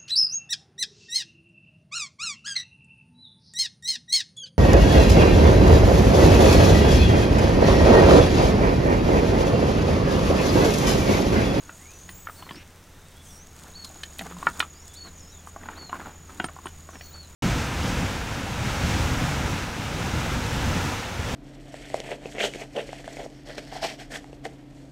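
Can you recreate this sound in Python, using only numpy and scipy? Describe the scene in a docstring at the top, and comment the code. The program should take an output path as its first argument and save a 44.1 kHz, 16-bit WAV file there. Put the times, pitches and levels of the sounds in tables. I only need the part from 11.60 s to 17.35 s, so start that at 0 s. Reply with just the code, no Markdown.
"""Someone picks a way down loose river stones, while a far engine hums under the open air.
At first an insect trills with its wings, soles scrape, dry grass rustles and a few stones knock.
The steps pause and the insect rests; birds whistle on, and just before 2 seconds the trill returns.
Near 3 seconds comes the loudest knock: the stone rings, and so does the hollow beneath it.
From about 4 seconds more stones clatter, with thumping steps and a few thin squeaks."""
import sys
import numpy as np
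from scipy import signal
from scipy.fft import rfft, irfft, next_fast_len
from scipy.io import wavfile
from scipy.ndimage import map_coordinates

SR = 44100
rng = np.random.default_rng(int(sys.argv[2]) if len(sys.argv) > 2 else 0)


def unload_audio(sound):
    """Save the sound as a 16-bit wav file, at the path given as the first command line argument."""
    columns = np.transpose(np.atleast_2d(sound))
    # keep every value between -1 and 1, then stretch to whole-number steps
    steps = np.round(np.clip(columns, -1, 1) * 32767)
    wavfile.write(sys.argv[1], SR, steps.astype(np.int16))


N = 253575  # 5.75 seconds

# Three noise colours. Each row: frequency in Hz, relative level in dB.
THUD_SPECTRUM = [(60, -36), (130, -1), (190, 3.5), (320, 6), (450, -10.5), (900, -70), (2000, -87)]  # the ground being thumped
GRIT_SPECTRUM = [(1500, -31), (3500, -3.5), (5500, -6.5), (8700, -2), (10500, -11.5), (15500, -13.5)]  # crushed grit and dry grass
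SCRAPE_SPECTRUM = [(80, -64), (200, 7.5), (470, -2.5), (750, -3), (1400, 0), (2100, -9), (3500, -13),
                   (6000, -25)]  # a sole rubbing on stone


def amp(db):
    """Turn decibels into a number to multiply by."""
    return 10 ** (np.asarray(db) / 20)


def unit(x):
    """Scale a sound so its average strength (rms) is 1."""
    return x / np.sqrt(np.mean(x ** 2) + 1e-20)


def unit_hit(x):
    """Scale a hit so its first 30 ms have an average strength of 1."""
    return x / np.sqrt(np.mean(x[..., :round(.03 * SR)] ** 2))


def along(points, hz):
    """Read between rows of frequency and value, on a logarithmic frequency scale."""
    known_hz, values = np.transpose(points)
    return np.interp(np.log(hz + 1), np.log(known_hz + 1), values)


def curves(rows):
    """Turn rows that begin with a time into one smoothly joined curve per remaining column."""
    times, *columns = np.transpose(rows)
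    return [np.interp(np.arange(N) / SR, times, column) for column in columns]


def wobble(rate, size=N):
    """A smooth curve through `rate` random values a second."""
    points = rng.standard_normal(int(size * rate / SR) + 4)
    return map_coordinates(points, [np.arange(size) * rate / SR])


def tone(hz):
    """A pure tone of strength 1 that follows a pitch curve."""
    return np.sqrt(2) * np.sin(2 * np.pi * np.cumsum(hz) / SR)


def swell(length):
    """Fade in, hold and fade out over `length` seconds."""
    return signal.windows.tukey(max(round(length * SR), 3), .5)


def add(track, start, sound):
    """Mix a sound into a track, `start` seconds in."""
    part = track[..., max(round(start * SR), 0):][..., :sound.shape[-1]]
    part += sound[..., :part.shape[-1]]


def filtered(x, response):
    """Turn each frequency up or down by the gain that `response` gives it."""
    size = x.shape[-1]
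    padded = next_fast_len(size + 4096)
    gain = response(np.fft.rfftfreq(padded, 1 / SR))
    return irfft(rfft(x, padded) * gain, padded)[..., :size]


def noise(spectrum, size=N, grain_db=0):
    """Coloured stereo noise, wider in the treble; grain_db clumps it into tiny grains."""
    # Stereo width. Each row: frequency in Hz, level of the side signal against the middle in dB.
    width = [(60, -48), (250, -23.5), (1000, -20), (2000, -22.5), (4000, -12), (8000, -15), (13000, -4)]
    pair = rng.standard_normal((2, size)) * amp(grain_db * wobble(450, size))
    mid, side = filtered(
        pair, lambda hz: amp([along(spectrum, hz), along(spectrum, hz) + along(width, hz)]))
    return unit(np.array([mid + side, mid - side]))


def stem_spectrum(hz):
    """The noise colour of a rubbed or broken stem, strongest at hz."""
    return [(hz / 4, -35), (hz * 0.62, -8), (hz, 0), (hz * 1.12, -8), (hz * 2, -17), (hz * 4, -45)]


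def slope_echoes(x, t60, wet_db):
    """A sound plus its echoes off the rocky slope; t60 is the seconds they take to fade by 60 dB."""
    t = np.arange(SR // 4) / SR
    tail = rng.standard_normal(len(t)) * amp(-60 * t / t60) * (1 - np.exp(-t / 0.0056))
    return x + amp(wet_db) * signal.fftconvolve(x, tail / np.linalg.norm(tail))[:len(x)]


def burst(spectrum, t, attack, t60, tail_db, tail_t60):
    """A puff of noise that drops quickly and leaves a weak, longer tail."""
    fall = amp(-60 * t / t60) + amp(tail_db - 60 * t / tail_t60)
    return unit_hit(noise(spectrum, len(t)) * fall * (1 - np.exp(-t / attack)))


def open_air():
    """A low breeze murmurs under a steady hiss of air."""
    # The colours of the hiss and the breeze. Each row: frequency in Hz, relative level in dB.
    hiss_spectrum = [(150, -28), (250, 0.5), (414, 0), (519, -0.5), (1420, -3), (2050, -5.5), (3650, -9.5),
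                     (4340, -14), (6140, -9), (6820, -11), (8850, -16.5), (16000, -18.5)]
    breeze_spectrum = [(12, -0.5), (22, 3), (33, -1), (52, -1), (68, 0.5), (115, -6), (175, -2.5),
                       (240, -12.5), (500, -19.5), (1200, -67)]
    breeze = amp(-51.5 + 0.56 * wobble(5.8)) * noise(breeze_spectrum)
    return breeze + amp(-54) * noise(hiss_spectrum)


def far_engine():
    """An engine hums at its unsteady firing rate, with a weaker tone an octave up."""
    # How the engine runs. Each row: time in seconds, firing rate in Hz, relative level in dB.
    running = [(0.0, 82.3, -55), (0.54, 86.1, -54), (1.47, 86.8, -57), (1.79, 77.8, -52.5),
               (2.34, 84.1, -54), (2.56, 69.8, -49.5), (2.74, 70.8, -50.5), (3.01, 79.9, -50.5),
               (4.79, 82.3, -50), (5.75, 78.8, -50)]
    hz, db = curves(running)
    level = amp(db - 0.5 + 0.47 * wobble(8))
    octave = amp(-14.0 + 1.7 * wobble(20)) * tone(2 * hz + 6 * wobble(15))
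    return level * (tone(hz) + octave)


def far_birds():
    """Distant birds whistle notes that bend through a first, a middle and a last pitch."""
    # Calls that dip and rise again. Each row: start in seconds, lowest pitch in Hz, relative level in dB.
    dips = [(.27, 6030, -54.5), (1.653, 5630, -52), (3.555, 5200, -56), (5.29, 5400, -56)]
    # Sliding notes. Each row: start and length in seconds, first and last pitch in Hz, relative dB.
    slurs = [(0.178, 0.18, 1750, 2664, -56.5), (.51, 0.13, 6950, 7900, -55),
             (0.906, 0.089, 4470, 5670, -54), (1.334, .19, 3670, 3660, -64), (1.55, 0.064, 3200, 3460, -58),
             (1.659, 0.063, 3190, 3560, -58), (3.14, 0.11, 4430, 5860, -57.5),
             (3.276, 0.11, 3390, 3580, -58), (3.708, 0.085, 4100, 3400, -59), (5.41, 0.08, 4390, 4374, -52)]
    dip_seconds, dip_top_hz = .185, 6640
    bend = .62  # share of a slide done at half time
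    notes = [(start, dip_seconds, dip_top_hz, low_hz, dip_top_hz, db) for start, low_hz, db in dips]
    for start, length, first, last, db in slurs:
        notes.append((start, length, first, first + bend * (last - first), last, db))
    out = np.zeros(N)
    for start, length, *pitches, db in notes:
        progress = np.linspace(0, 1, max(round(length * SR), 2))
        glide = np.polyval(np.polyfit([0, .5, 1], pitches, 2), progress)
        hz = glide * (1 + 0.0174 * wobble(252.5, len(progress)))
        fade = np.abs(np.sin(np.pi * progress)) ** 0.05
        add(out, start, amp(db + wobble(58, len(progress))) * fade * tone(hz))
    return amp(-4.0) * slope_echoes(out, t60=0.12, wet_db=-1.5)


def near_bird():
    """The nearest bird repeats a fluttering whistle that jumps up and then falls."""
    # When it calls. Each row: start in seconds, relative level in dB.
    calls = [(0.746, -49), (2.136, -38.5), (3.348, -38.5), (4.158, -39.5), (5.518, -41.5)]
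    # One whistle. Each row: seconds into the call, pitch in Hz, relative level in dB.
    whistle = [(0, 3670, -16), (0.017, 4250, -7), (0.025, 4523, -4.5), (0.061, 4386, -4.5),
               (0.098, 4356, -6), (.135, 4060, -11.5), (.155, 3770, -28)]
    times, hz, shape_db = np.transpose(whistle)
    out, t = np.zeros(N), np.arange(round(times[-1] * SR)) / SR
    for start, db in calls:
        pitch = np.interp(t, times, hz) * (1 + .011 * wobble(200, len(t)))
        flutter_db = 2.3 * wobble(110, len(t))
        add(out, start, amp(db - 3.0 + np.interp(t, times, shape_db) + flutter_db) * tone(pitch))
    return slope_echoes(out, t60=.12, wet_db=-8)


def insect(strokes_per_second=42.0, ripples_per_stroke=3.5, ripple_depth=0.61):
    """Every wing stroke is a short, ribbed chirp whose pitch sags as the stroke slows."""
    # Two spells of song. Each row: start and end in seconds, pitch in Hz, relative level in dB.
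    trills = [(-0.94, 0.658, 6770, -51.5), (1.84, 6, 6840, -51)]
    warm_up_seconds, warm_up_db, tiring_db_per_second = 0.46, 9.5, 1.14
    out, t = np.zeros(N), np.arange(N) / SR
    for start, end, pitch_hz, level_db in trills:
        age = np.maximum(t - start, 0)
        hz = pitch_hz - 205 * np.exp(-age / 0.58)  # starts low and climbs to its pitch
        db = level_db - warm_up_db * np.maximum(1 - age / warm_up_seconds, 0) - tiring_db_per_second * age
        cycle = np.cumsum(strokes_per_second * (1 + .015 * wobble(15))) / SR % 1
        stroke = np.minimum(cycle / .8, 1)  # the last fifth of each cycle is silent
        force = np.abs(np.sin(np.pi * stroke)) ** .7 * amp(-6.5 * stroke + 1.4 * wobble(200))
        ribs = 1 + ripple_depth * stroke * np.cos(2 * np.pi * ripples_per_stroke * stroke)
        sag_hz = 170 * np.tanh(9 * (.47 - stroke)) - 10 + 55 * wobble(500)
        song = unit(force * ribs * tone(hz + sag_hz))
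        out += song * amp(db - 1.73 + 1.2 * wobble(30)) * (t >= start) * (t <= end)
    return slope_echoes(out, t60=.05, wet_db=-10)


def squeaks(sag_share=.06, sag_seconds=0.15, fade_db_per_second=31):
    """Thin, high squeaks sink in pitch as they fade."""
    # Each row is a squeak: start and length in seconds, first pitch in Hz, level in dB.
    notes = [(0.494, 0.45, 15500, -50.5), (.49, 0.04, 9470, -52), (4.84, 0.029, 8950, -44),
             (5.055, 0.013, 8980, -46), (5.409, 0.13, 15600, -54)]
    out = np.zeros(N)
    for start, length, hz, db in notes:
        t = np.arange(round(length * SR)) / SR
        sag = sag_share * (1 - np.exp(-t / sag_seconds))
        pitch = hz * (1 - sag + .002 * wobble(250, len(t)))
        level = amp(db - fade_db_per_second * t + 1.8 * wobble(54, len(t)))
        soft_ends = np.abs(np.sin(np.pi * t / length)) ** 0.15
        add(out, start, level * soft_ends * tone(pitch))
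    return out


def booms(hz=175):
    """A low, hollow, wavering note swells briefly under some steps."""
    # Each row is a boom: start and length in seconds, level in dB.
    notes = [(.42, 0.118, -53), (2.58, 0.25, -46.5)]
    out = np.zeros(N)
    for start, length, db in notes:
        shape = swell(length)
        level = amp(db + 3.1 * wobble(43, len(shape))) * shape
        add(out, start, level * tone(hz * (1 + 0.05 * wobble(40, len(shape)))))
    return out


def blade_ticks(per_second=55):
    """Single blades of dry grass give bright ticks at random moments."""
    ticks = (rng.random(N) < per_second / SR) * amp(np.minimum(6 * rng.standard_normal(N), 7))
    fall = amp(-60 * np.arange(SR // 100) / SR / .004)
    return unit(signal.fftconvolve(ticks, fall)[:N] * noise(GRIT_SPECTRUM))


def pebbles(per_second=300, spread_db=7.5):
    """Small stones tick against each other at random, each at its own pitch."""
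    out, t = np.zeros(N), np.arange(SR // 50) / SR
    for life, pitch, size in rng.standard_normal((int(per_second * N / SR), 3)):
        hz = 1080 * np.exp(.33 * pitch)
        t60 = 0.011 * np.exp(0.071 * life)
        tick = np.sin(2 * np.pi * hz * t) * amp(-60 * t / t60)
        add(out, rng.uniform(0, N / SR), amp(spread_db * min(size, 2)) * tick)
    return unit(out)


def slides():
    """Soles grind over stone and roll pebbles, while legs part the dry grass."""
    # Each row is a slide: start and length in seconds, relative grinding and rustling levels in dB.
    moves = [(0, 0.16, -57.5, -58.5), (0.729, 0.267, -55.5, -57.5), (1.932, 0.21, -58.5, -56.5),
             (2.105, 0.62, -61.5, -55), (2.571, 0.2, -50, -57.5), (2.72, 0.39, -51, -51),
             (3.426, 0.077, -52.5, -63), (3.966, 0.32, -49, -72), (4.3, 0.18, -47, -60),
             (4.439, 0.15, -53, -72), (4.637, 0.27, -53.5, -58.5), (5.017, 0.098, -57.5, -61),
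             (5.326, 0.056, -48.5, -65), (5.51, 0.089, -56, -73)]
    pressure, rustle = np.zeros(N), np.zeros(N)
    for start, length, grind_db, rustle_db in moves:
        add(pressure, start, amp(grind_db) * swell(length))
        add(rustle, start, amp(rustle_db) * swell(length))
    grinding = amp(0.5) * noise(SCRAPE_SPECTRUM, grain_db=1.0) + amp(-1.0) * pebbles()
    grinding *= amp(3.4 * wobble(60))
    rumble = amp(-4) * noise(THUD_SPECTRUM)  # the bed of stones shifts
    stirring = amp(-62.5 + 2.7 * wobble(3.93))  # the grass also moves by itself
    grass = amp(-1.5) * noise(GRIT_SPECTRUM, grain_db=1.5) + amp(-5) * blade_ticks()
    return pressure * (grinding + rumble) + np.hypot(rustle, stirring) * grass


def swishes():
    """Stems and a skirt brush past with a short hiss."""
    # Each row is a brush: start and length in seconds, centre frequency in Hz, relative level in dB.
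    brushes = [(0.105, 0.18, 8700, -59.5), (0.679, 0.15, 8900, -57), (0.947, 0.1, 2740, -54),
               (1.598, 0.22, 8850, -57), (3.331, 0.029, 8600, -52), (3.854, 0.057, 8700, -57),
               (5.06, 0.041, 8800, -60)]
    out = np.zeros((2, N))
    for start, length, hz, db in brushes:
        shape = swell(length)
        add(out, start, amp(db + 2.5) * shape * noise(stem_spectrum(hz), len(shape)))
    return out


def thud(t):
    """A dull thump in the ground."""
    return burst(THUD_SPECTRUM, t, attack=.001, t60=.07, tail_db=-22, tail_t60=.2)


def grit(t):
    """A short crackle of crushed grit."""
    return burst(GRIT_SPECTRUM, t, attack=.0003, t60=.016, tail_db=-15, tail_t60=.09)


def footsteps():
    """A foot thumps the ground as it takes the weight; stems and grit snap beneath it."""
    # The weight landing. Each row: start in seconds, relative level in dB.
    footfalls = [(0.491, -52), (0.91, -40.5), (0.953, -42), (2.592, -46.5), (2.869, -39.5), (4.089, -49),
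                 (4.798, -32.5), (4.842, -34), (5.058, -40.5)]
    # Things snapping underfoot. Each row: start in seconds, centre frequency in Hz, relative level in dB.
    snaps = [(0.491, 4400, -48), (0.956, 4400, -48), (2.246, 4900, -39.5), (2.249, 11000, -47),
             (2.4335, 4100, -37), (2.585, 12000, -42), (2.592, 3650, -38), (2.615, 12000, -48),
             (2.887, 5500, -48), (2.994, 8350, -33.5), (3.0025, 3600, -30), (3.279, 7490, -46.5),
             (4.843, 5230, -42.5)]
    out, t = np.zeros((2, N)), np.arange(SR // 5) / SR
    for start, db in footfalls:
        add(out, start, amp(db - 3.0) * thud(t))
    for start, hz, db in snaps:
        snap = burst(stem_spectrum(hz), t, attack=0.00045, t60=0.03, tail_db=-19, tail_t60=.12)
        add(out, start, amp(db - 5.5) * (snap + amp(-7) * grit(t)))
    return out


def clack(t, tones, pitch, rebound_s, rebound_db, wet_db):
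    """A brief ring that sounds again as the stone rocks back; pitch multiplies every frequency."""
    ring = sum(amp(db + rng.normal(0, 1) - 60 * t / t60) * np.sin(2 * np.pi * pitch * frequency * t)
               for frequency, db, t60 in tones)
    ring *= 1 - np.exp(-t / .0004)
    both = ring.copy()
    add(both, rebound_s, amp(rebound_db) * ring)
    return unit_hit(slope_echoes(both, t60=0.091, wet_db=wet_db))


def knocks():
    """One stone hits another: it rings with the hollow below, thumps the ground and crushes grit."""
    # Each row is a knock: start in seconds, relative level in dB, ring pitch in Hz,
    # then how many dB to raise or lower the hollow and the edge.
    hits = [(0.0934, -31, 1440, -20, -18.5), (0.4906, -33.5, 1940, -12.5, -10.5),
            (0.6705, -24.5, 1345, -31, -22), (0.6864, -34, 1450, -8.5, -26), (0.696, -31, 1270, -24, -22),
            (0.824, -39.5, 1280, 0.5, -4), (0.891, -35.5, 2010, -15, -6.5), (0.9086, -31, 1064, -30, -8.5),
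            (2.2996, -50.5, 1070, 4, -7), (2.3596, -44.5, 1170, -1.5, -9.5),
            (2.4338, -30.5, 1750, -16, -3.5), (2.592, -42.5, 1730, 1, 10.5),
            (2.6103, -38.5, 1110, 6.5, -24), (2.7667, -42, 1020, -2.5, -13), (2.8275, -25, 1113, -12, -20),
            (2.869, -7.5, 1380, -14.5, -26), (3.0022, -14.5, 1434, -13.5, -4.5),
            (3.0258, -22.5, 1280, -28, -21), (3.8723, -34.5, 1194, -7, -20), (3.9619, -31.5, 1132, -4, -35),
            (4.0868, -26.5, 1440, -6, -20), (4.2946, -36.5, 1170, -2, -8.5), (4.3288, -24, 1114, -4.5, -26),
            (4.3428, -35, 1580, -2, -18), (4.799, -18, 1480, -9, -12.5), (4.8421, -22.5, 1343, -6, -11.5),
            (4.8852, -34, 1390, -11, -12), (4.8927, -36, 1150, -8, -21), (4.9644, -35.5, 1060, -9, -30),
            (4.9879, -39.5, 1090, -4, -28), (5.0567, -31, 1017, -4, -12), (5.0678, -31.5, 1470, -13, -7.5),
            (5.2895, -34, 1120, -7, -25), (5.3546, -39.5, 1790, -5, -10.5), (5.4093, -37.5, 1927, -8, -8)]
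    # A stone's tones. Each row: multiple of the ring pitch, relative dB, seconds to fade by 60 dB.
    stone_tones = [(.76, -24, 0.0075), (0.921, -3.5, 0.028), (1.004, 6.5, 0.017), (1.24, 0.5, 0.014),
                   (1.62, -16.5, 0.048)]
    # The tones of a gap between rocks and of a stone's hard edge.
    # Each row: typical frequency in Hz, relative level in dB, seconds to fade by 60 dB.
    hollow_tones = [(677, -24, 0.012), (793, 0, 0.045), (927, 7, 0.022)]
    edge_tones = [(1796, 0, 0.013), (2340, 4.5, 0.01), (2920, 6.5, 0.013), (3310, 0.5, 0.018),
                  (3770, -2.5, 0.0081)]
    hard_db = -8  # harder contacts ring the edge higher, softer ones lower
    out, t = np.zeros((2, N)), np.arange(SR // 5) / SR
    for start, db, hz, hollow_db, edge_db in hits:
        ring = amp(-12.5) * clack(t, stone_tones, hz, rebound_s=3 / hz, rebound_db=-7, wet_db=-12)
        hollow = clack(t, hollow_tones, rng.normal(1, 0.15), rebound_s=0.00287, rebound_db=-10, wet_db=-9)
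        edge_pitch = rng.normal(1 + .07 * np.tanh((edge_db - hard_db) / 4), .015)
        crack = clack(t, edge_tones, edge_pitch, rng.uniform(.0015, .003), rebound_db=-5, wet_db=-10)
        below = amp(hollow_db) * (amp(-8.0) * hollow + amp(-21.5) * thud(t))
        edge = amp(edge_db) * (amp(-7.5) * crack + amp(-44.0) * grit(t))
        add(out, start + .0005, amp(db) * (ring + below + edge))
        # A faint, rough noise swells just before each knock.
        lead_in = amp(db - 26 - 60 * t[::-1] / .05) * noise(SCRAPE_SPECTRUM, len(t), grain_db=3)
        add(out, start - t[-1], lead_in)
    return out


def scene():
    """Mix the walker with the animals, the engine and the air, in stereo."""
    walker = knocks() + footsteps() + slides() + swishes() + booms()
    return walker + insect() + near_bird() + far_birds() + squeaks() + far_engine() + open_air()


def record(dry):
    """Cut away everything above 15900 Hz."""
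    return filtered(dry, lambda hz: hz < 15900)


dry = scene()
out = record(dry)
unload_audio(out)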